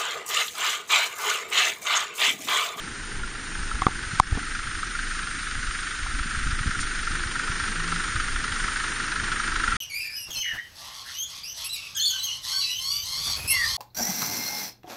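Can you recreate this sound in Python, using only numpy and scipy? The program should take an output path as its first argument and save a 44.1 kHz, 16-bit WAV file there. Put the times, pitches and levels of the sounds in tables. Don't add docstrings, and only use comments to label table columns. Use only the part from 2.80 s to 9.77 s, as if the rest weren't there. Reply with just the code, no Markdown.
import sys
import numpy as np
from scipy import signal
from scipy.fft import rfft, irfft, next_fast_len
from scipy.io import wavfile
from scipy.ndimage import uniform_filter1d, minimum_filter1d, map_coordinates

SR = 44100
rng = np.random.default_rng(int(sys.argv[2]) if len(sys.argv) > 2 else 0)


def magnitude_from_level(level_db):
    exponent = np.asarray(level_db, float) / 20
    return 10 ** exponent


def to_wav(s):
    ch = np.atleast_2d(s).T
    pcm = np.round(np.clip(ch, -1, 1) * 32767)
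    wavfile.write(sys.argv[1], SR, pcm.astype(np.int16))


N = 307288


def unit(x):
    return x / np.sqrt(np.mean(x ** 2) + 1e-20)


def along(points, hz):
    f, v = np.transpose(points)
    return np.interp(np.log(hz + 1), np.log(f + 1), v)


def curves(rows):
    s, *cols = np.transpose(rows)
    return [np.interp(np.arange(N) / SR, s, c) for c in cols]


def wobble(rate):
    return map_coordinates(rng.standard_normal(int(N * rate / SR) + 4), [np.arange(N) * rate / SR])


def filtered(x, response):
    m = next_fast_len(N + SR // 2)
    return irfft(rfft(x, m) * response(np.fft.rfftfreq(m, 1 / SR)), m)[..., :N]


def rush(spectrum, patchy_db):
    z = signal.stft(rng.standard_normal(N), nperseg=512)[2]
    field = uniform_filter1d(rng.standard_normal(z.shape), 6, 0)
    field = uniform_filter1d(field, 10, 1)
    x = signal.istft(z * magnitude_from_level(patchy_db * unit(field)), nperseg=512)[1][:N]
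    return unit(filtered(x, lambda hz: magnitude_from_level(along(spectrum, hz))))


def modes(table):
    def response(f):
        total = 0
        for k, (centre, width, db) in enumerate(table):
            total = total + (-1) ** k * magnitude_from_level(db) * 1j * f * width / (centre ** 2 - f * f + 1j * f * width)
        return total
    return response


def add(track, s, sound):
    part = track[max(round(s * SR), 0):][:len(sound)]
    part += sound[:len(part)]


# t/s, distance to the bonnet/m, open view of the flank (0-1)
APPROACH = [(0.0, 12.5, 0.84), (0.6, 12, 0.69), (1.1, 6.2, 0.83), (1.6, 6.27, 0.22), (3.1, 5.2, 0.02),
            (3.8, 4.56, .3), (4.8, 4.1, 1), (5.4, 3.7, 0.7), (5.8, 4, 1), (6.3, 3.6, 1.0),
            (6.97, 2.98, 1.0)]


def walk():
    distance_m, flank = curves(APPROACH)
    return -20 * np.log10(distance_m), 1 - np.clip(flank, 0, 1)


# f/Hz, level per Hz/dB
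JET_SPECTRUM = [(300, -120), (600, -30.5), (1000, -20), (1500, -3), (2700, -12), (4500, -15.5),
                (5900, -15.5), (7200, -16), (9700, -11.5), (12000, -19.5)]


def valves():
    hiss_db, spread = -27.5, 0.43
    level_db = hiss_db + spread * walk()[0] + 0.78 * wobble(8)
    return magnitude_from_level(level_db) * rush(JET_SPECTRUM, patchy_db=0.0)


FIRING_HZ = 25
# t/s, lag/ms
IDLE_LAG = [
    (0.0, -2),
    (0.8, -8),
    (4.1, -8.5),
    (4.8, -1),
    (5.7, 2.5),
    (6.97, -1),
]


def firing_cycles():
    lag_s = curves(IDLE_LAG)[0] / 1000
    return FIRING_HZ * (np.arange(N) / SR - lag_s) + 1


def firing_rattle(cycles):
    size = magnitude_from_level(1.4 * rng.standard_normal((int(cycles[-1]) + 3, 2)))

    def burst(start, rise_s, fall_s):
        since_s = ((cycles - start) % 1) / FIRING_HZ
        return (1 - np.exp(-(since_s / rise_s) ** 2)) * np.exp(-since_s / fall_s)

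    combustion = size[(cycles - .82 + 1).astype(int), 0] * burst(.82, rise_s=.0048, fall_s=.009)
    tick = size[(cycles - .32 + 1).astype(int), 1] * burst(.53, rise_s=.0011, fall_s=.0051)
    return .16 + 1.66 * combustion + .16 * tick


# f/Hz, width/Hz, level/dB
BLOCK_MODES = [(1330.5, 214, 2), (1633, 530, -1), (1887, 220, -1), (2420, 500, -17.5), (3160, 900, -14.5),
               (5310, 2970, -24)]
# t/s, peak level/dB
HARD_KNOCKS = [(0.434, -19), (0.9138, -15.5), (2.031, -15), (2.151, -17), (2.1905, -15.5), (3.788, -31),
               (3.9485, -21), (4.111, -19), (4.232, -26), (4.2737, -15.5), (4.4353, -18), (4.5984, -21),
               (4.6786, -16.5), (4.8387, -14.5), (4.959, -19), (4.9985, -19), (5.08, -23), (5.1246, -12.5),
               (5.561, -21), (5.7997, -17), (5.843, -16.5), (5.88, -17), (6.12, -32), (6.6, -15.5),
               (6.6787, -18), (6.76, -20), (6.8366, -11), (6.8771, -11), (6.923, -10)]


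def block_knock(rattle):
    def steep(f):
        return modes(BLOCK_MODES)(f) * (1j * f / 900) ** 2 / (1 + 1j * f / 900) ** 2

    knock_db = -20 + walk()[0]
    knock = magnitude_from_level(knock_db) * unit(filtered(rattle * rng.standard_normal(N), steep))
    t = np.arange(SR // 50) / SR
    swell = (1 - np.exp(-(t / .0015) ** 2)) * np.exp(-t / .005)
    for s, db in HARD_KNOCKS:
        hz = 1403 * np.exp(.046 * rng.standard_normal())
        onset = .45 * rng.standard_normal(len(t)) * np.exp(-t / .00078)
        add(knock, s - .0005, magnitude_from_level(db - 1) * (np.sin(2 * np.pi * hz * t) + onset) * swell)
    return knock


# f/Hz, width/Hz, level/dB
SUMP_MODES = [(876, 320, 0.5), (1054, 590, 0)]


def sump_pan(rattle):
    level_db = -47 - 24 * walk()[1]
    shaking = (rattle + .19) * rng.standard_normal(N)
    return magnitude_from_level(level_db) * unit(filtered(shaking, lambda f: modes(SUMP_MODES)(f) ** 2))


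# multiple of the firing rate, level/dB, phase/rad
EXHAUST_ORDERS = [(2, -17.5, 1.5), (3, -20, -2), (4, -31, -4.5), (6, -33.5, -1.5), (7, -24.5, -1.5),
                  (9, -21, 2.5), (10, -29.5, 5.5)]


def exhaust_throb(cycles):
    throb = np.cos(2 * np.pi * cycles - 2.7)
    for k, db, turn in EXHAUST_ORDERS:
        throb = throb + magnitude_from_level(db + 2.5 * wobble(2.6)) * np.cos(2 * np.pi * k * cycles + turn)
    return magnitude_from_level(-25.5 + .65 * walk()[0] + 2.2 * wobble(5)) * throb


# f/Hz, level per Hz/dB
DRONE_SPECTRUM = [(60, -120), (100, 4), (170, 0.5), (250, 1.5), (340, 1), (450, -5), (620, -15.5),
                  (900, -8), (1200, -120)]


def engine_drone():
    return magnitude_from_level(-43 - 6.5 * walk()[1]) * rush(DRONE_SPECTRUM, patchy_db=1.0)


def engine():
    cycles = firing_cycles()
    rattle = firing_rattle(cycles)
    return block_knock(rattle) + sump_pan(rattle) + exhaust_throb(cycles) + engine_drone()


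# t/s, buffet level/dB
GUSTS = [(0.0, -41), (0.4, -46), (0.81, -37.5), (1.55, -36), (2.1, -42), (2.8, -41.5), (3.05, -39),
         (3.38, -35.5), (3.85, -31), (4.25, -41), (4.55, -45), (5.0, -36.5), (5.53, -38), (6.2, -47),
         (6.4, -36.5), (6.71, -40.5), (6.97, -35)]
# f/Hz, level per Hz/dB
BUFFET_SPECTRUM = [(4, -32.5), (10, -0.5), (20, -0.5), (40, -6), (80, -13), (160, -23), (320, -24.5),
                   (700, -120)]


def wind():
    lumps = magnitude_from_level(3 * wobble(14))
    return magnitude_from_level(curves(GUSTS)[0] + 4) * unit(lumps * rush(BUFFET_SPECTRUM, patchy_db=3.5))


# t/s, peak level/dB, f/Hz
SOFT_THUMPS = [(0.954, -21.5, 42.5), (1.273, -27, 59), (1.337, -21.5, 110), (1.528, -11, 69.5),
               (1.56, -31, 90), (1.578, -20, 255), (3.312, -33, 55), (3.41, -22.5, 45), (3.46, -26, 180),
               (3.551, -33, 50), (3.578, -23.5, 92), (3.651, -23, 43.7), (3.731, -19, 70), (3.811, -23, 90),
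               (3.862, -19.5, 168), (3.877, -16, 63), (3.878, -30, 274), (3.895, -25, 153),
               (3.983, -29, 104), (4.466, -24, 71), (4.7, -25, 88), (4.832, -27, 70), (5.358, -21.5, 75),
               (5.508, -27.5, 59.7), (6.89, -27, 59.3)]
# t/s, level/dB, spread/s
GRAVEL_SCUFFS = [
    (3.506, -34, .008),
    (4.012, -23.5, .012),
    (4.52, -34, .008),
]
# start t/s, length/s, f/Hz, level/dB
STRAP_CREAKS = [
    (4.875, 0.071, 211.6, -40.5),
    (4.96, 0.25, 164.7, -39.5),
]


def handling():
    out, t = np.zeros(N), np.arange(-SR // 20, SR // 20) / SR
    for s, db, hz in SOFT_THUMPS:
        thump = np.cos(2 * np.pi * hz * t - .5) * np.exp(-(t * hz / .41) ** 2)
        add(out, s + t[0], magnitude_from_level(db) * thump)
    for s, db, spread_s in GRAVEL_SCUFFS:
        grains = np.diff(rng.standard_normal(len(t) + 1))
        add(out, s + t[0], magnitude_from_level(db) * grains * np.exp(-(t / spread_s) ** 2))
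    for s, length_s, hz, db in STRAP_CREAKS:
        t = np.arange(N) / SR - s
        on = np.clip(t / .028, 0, 1) * np.clip((length_s - t) / .021, 0, 1)
        swell_db = 3.5 * np.cos(2 * np.pi * (t - .015) / (.64 * length_s))
        tone = np.sin(2 * np.pi * t * (hz + 27 * t / 2))
        out += on * np.sqrt(2) * magnitude_from_level(db + swell_db) * tone
    return out


# t/s, peak level/dB, ring f/Hz, push level/dB, crack level/dB
CASE_CLICKS = [(1.0191, -6, 1125, -26, -26), (1.084, -19, 880, -23, -32), (1.0667, .5, 1170, -9.5, -28),
               (1.39872, 5, 1060, -11.5, -15.5), (1.525, -22, 790, -29, -42), (1.552, -30, 900, -27, -40),
               (1.573, -22, 1160, -23, -44), (1.582, -22, 740, -39, -39), (3.262, -24, 1050, -48, -38),
               (3.391, -35, 1040, -46, -30), (5.126, -28, 1010, -29, -43)]
# f/Hz, t60/s, level/dB
CASE_MODES = [(2140, 0.01, -11), (3410, 0.0035, -3), (6760, 0.0073, -28.5)]


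def clicks():
    release_s = 1.2
    lead_s, lead_db = .0016, -5
    out, t = np.zeros(N), np.arange(SR // 20) / SR
    for s, db, hz, push_db, crack_db in CASE_CLICKS:
        push_s, late_s, rebound = (.0038, .0018, 2.5) if db > 3 else (.00062, 0, 4)
        u = np.clip(t - late_s, 0, None) / push_s
        push = u * np.exp(1 - u) * (1 - u / rebound)
        ring = np.zeros(len(t))
        for mode_hz, t60_s, level_db in [(hz, .019, 0)] + CASE_MODES:
            ring += magnitude_from_level(level_db - 60 * t / t60_s) * np.sin(2 * np.pi * mode_hz * t)
        panel = magnitude_from_level(-13.5 - 60 * t / .042) * np.sin(2 * np.pi * 770 * t)
        ring = np.sign(release_s - s) * ring + panel
        crack = magnitude_from_level(crack_db + 4.5 - 60 * t / .009) * uniform_filter1d(rng.standard_normal(len(t)), size=3)
        rise = 1 - np.exp(-(t / .0009) ** 2)
        add(out, s, magnitude_from_level(db) * ring * rise + magnitude_from_level(push_db + 6.5) * push + crack)
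        crackle = np.diff(rng.standard_normal(round(lead_s * SR)))
        add(out, s - lead_s, magnitude_from_level(crack_db + lead_db) * crackle)

    def hollow(f):
        return (550 ** 2 - f * f + 40j * f) / (550 ** 2 - f * f + 220j * f)

    late = out * (np.arange(N) / SR > release_s)
    return out - late + filtered(late, hollow)


def scene():
    return (valves() + engine() + wind() + clicks() + handling())[None]


# f/Hz, level/dB
ROUNDING_STEP = [(1500, -30), (2600, -7), (3500, -1), (4700, 0), (5200, -1), (5900, 0), (6600, -2),
                 (7300, -3), (8300, -2), (8700, -7)]


def camera_rounding(x, size=1024):
    top_hz = 9590
    hz = (np.arange(int(top_hz * 2 * size / SR)) + .5) * SR / (2 * size)
    n = np.arange(2 * size) + .5
    window = np.sin(np.pi / 2 * np.sin(np.pi * n / (2 * size)) ** 2)
    cosines = np.cos(2 * np.pi * (n[:, None] + size / 2) * hz / SR)
    basis = window[:, None] * cosines * np.sqrt(2 / size)
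    blocks = np.pad(x, (size, 2 * size - N % size)).reshape(-1, size)
    lines = np.hstack([blocks[:-1], blocks[1:]]) @ basis
    hiss = np.median(np.abs(lines[:, (hz > 3500) & (hz < 7000)]), 1)
    hiss = minimum_filter1d(hiss, 3)[:, None]
    bands = np.repeat(rng.standard_normal((len(lines), len(hz) // 8 + 1)), 8, 1)[:, :len(hz)]
    step = hiss * magnitude_from_level(along(ROUNDING_STEP, hz) + 10 + 2 * bands)
    lines = step * np.sign(lines) * np.floor(np.abs(lines) / step + .4)
    half_width_hz = 195 * np.exp(.3 * np.resize(wobble(9)[::size], len(lines)))[:, None]
    lines[np.abs(hz - 7890) < half_width_hz] = 0
    frames = lines @ basis.T
    return (frames[1:, :size] + frames[:-1, size:]).ravel()[:N]


def low_pass(x):
    return signal.sosfilt(signal.butter(12, 10470, fs=SR, output="sos"), x)


# f/Hz, level/dB
PORT_NOTCH = [(7250, 0), (7500, -3), (7680, -7), (7820, -20), (7900, -60), (8010, -20), (8120, -6),
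              (8300, -2), (8500, 0)]


def record(dry):
    t = np.arange(SR // 4) / SR
    over = np.clip(np.abs(dry[0]) - .4, 0, None)
    recovery = (1 - np.exp(-(t / .0055) ** 2)) * (.25 * np.exp(-t / .06) + 1.7 * np.exp(-t / .006))
    duck_db = -signal.fftconvolve(over, recovery)[:N]
    x = filtered(dry[0] * magnitude_from_level(duck_db), lambda hz: magnitude_from_level(along(PORT_NOTCH, hz)))
    mix = np.clip(camera_rounding(x), -1, 1)[None]
    return low_pass(mix)


dry = scene()
out = record(dry)
to_wav(out)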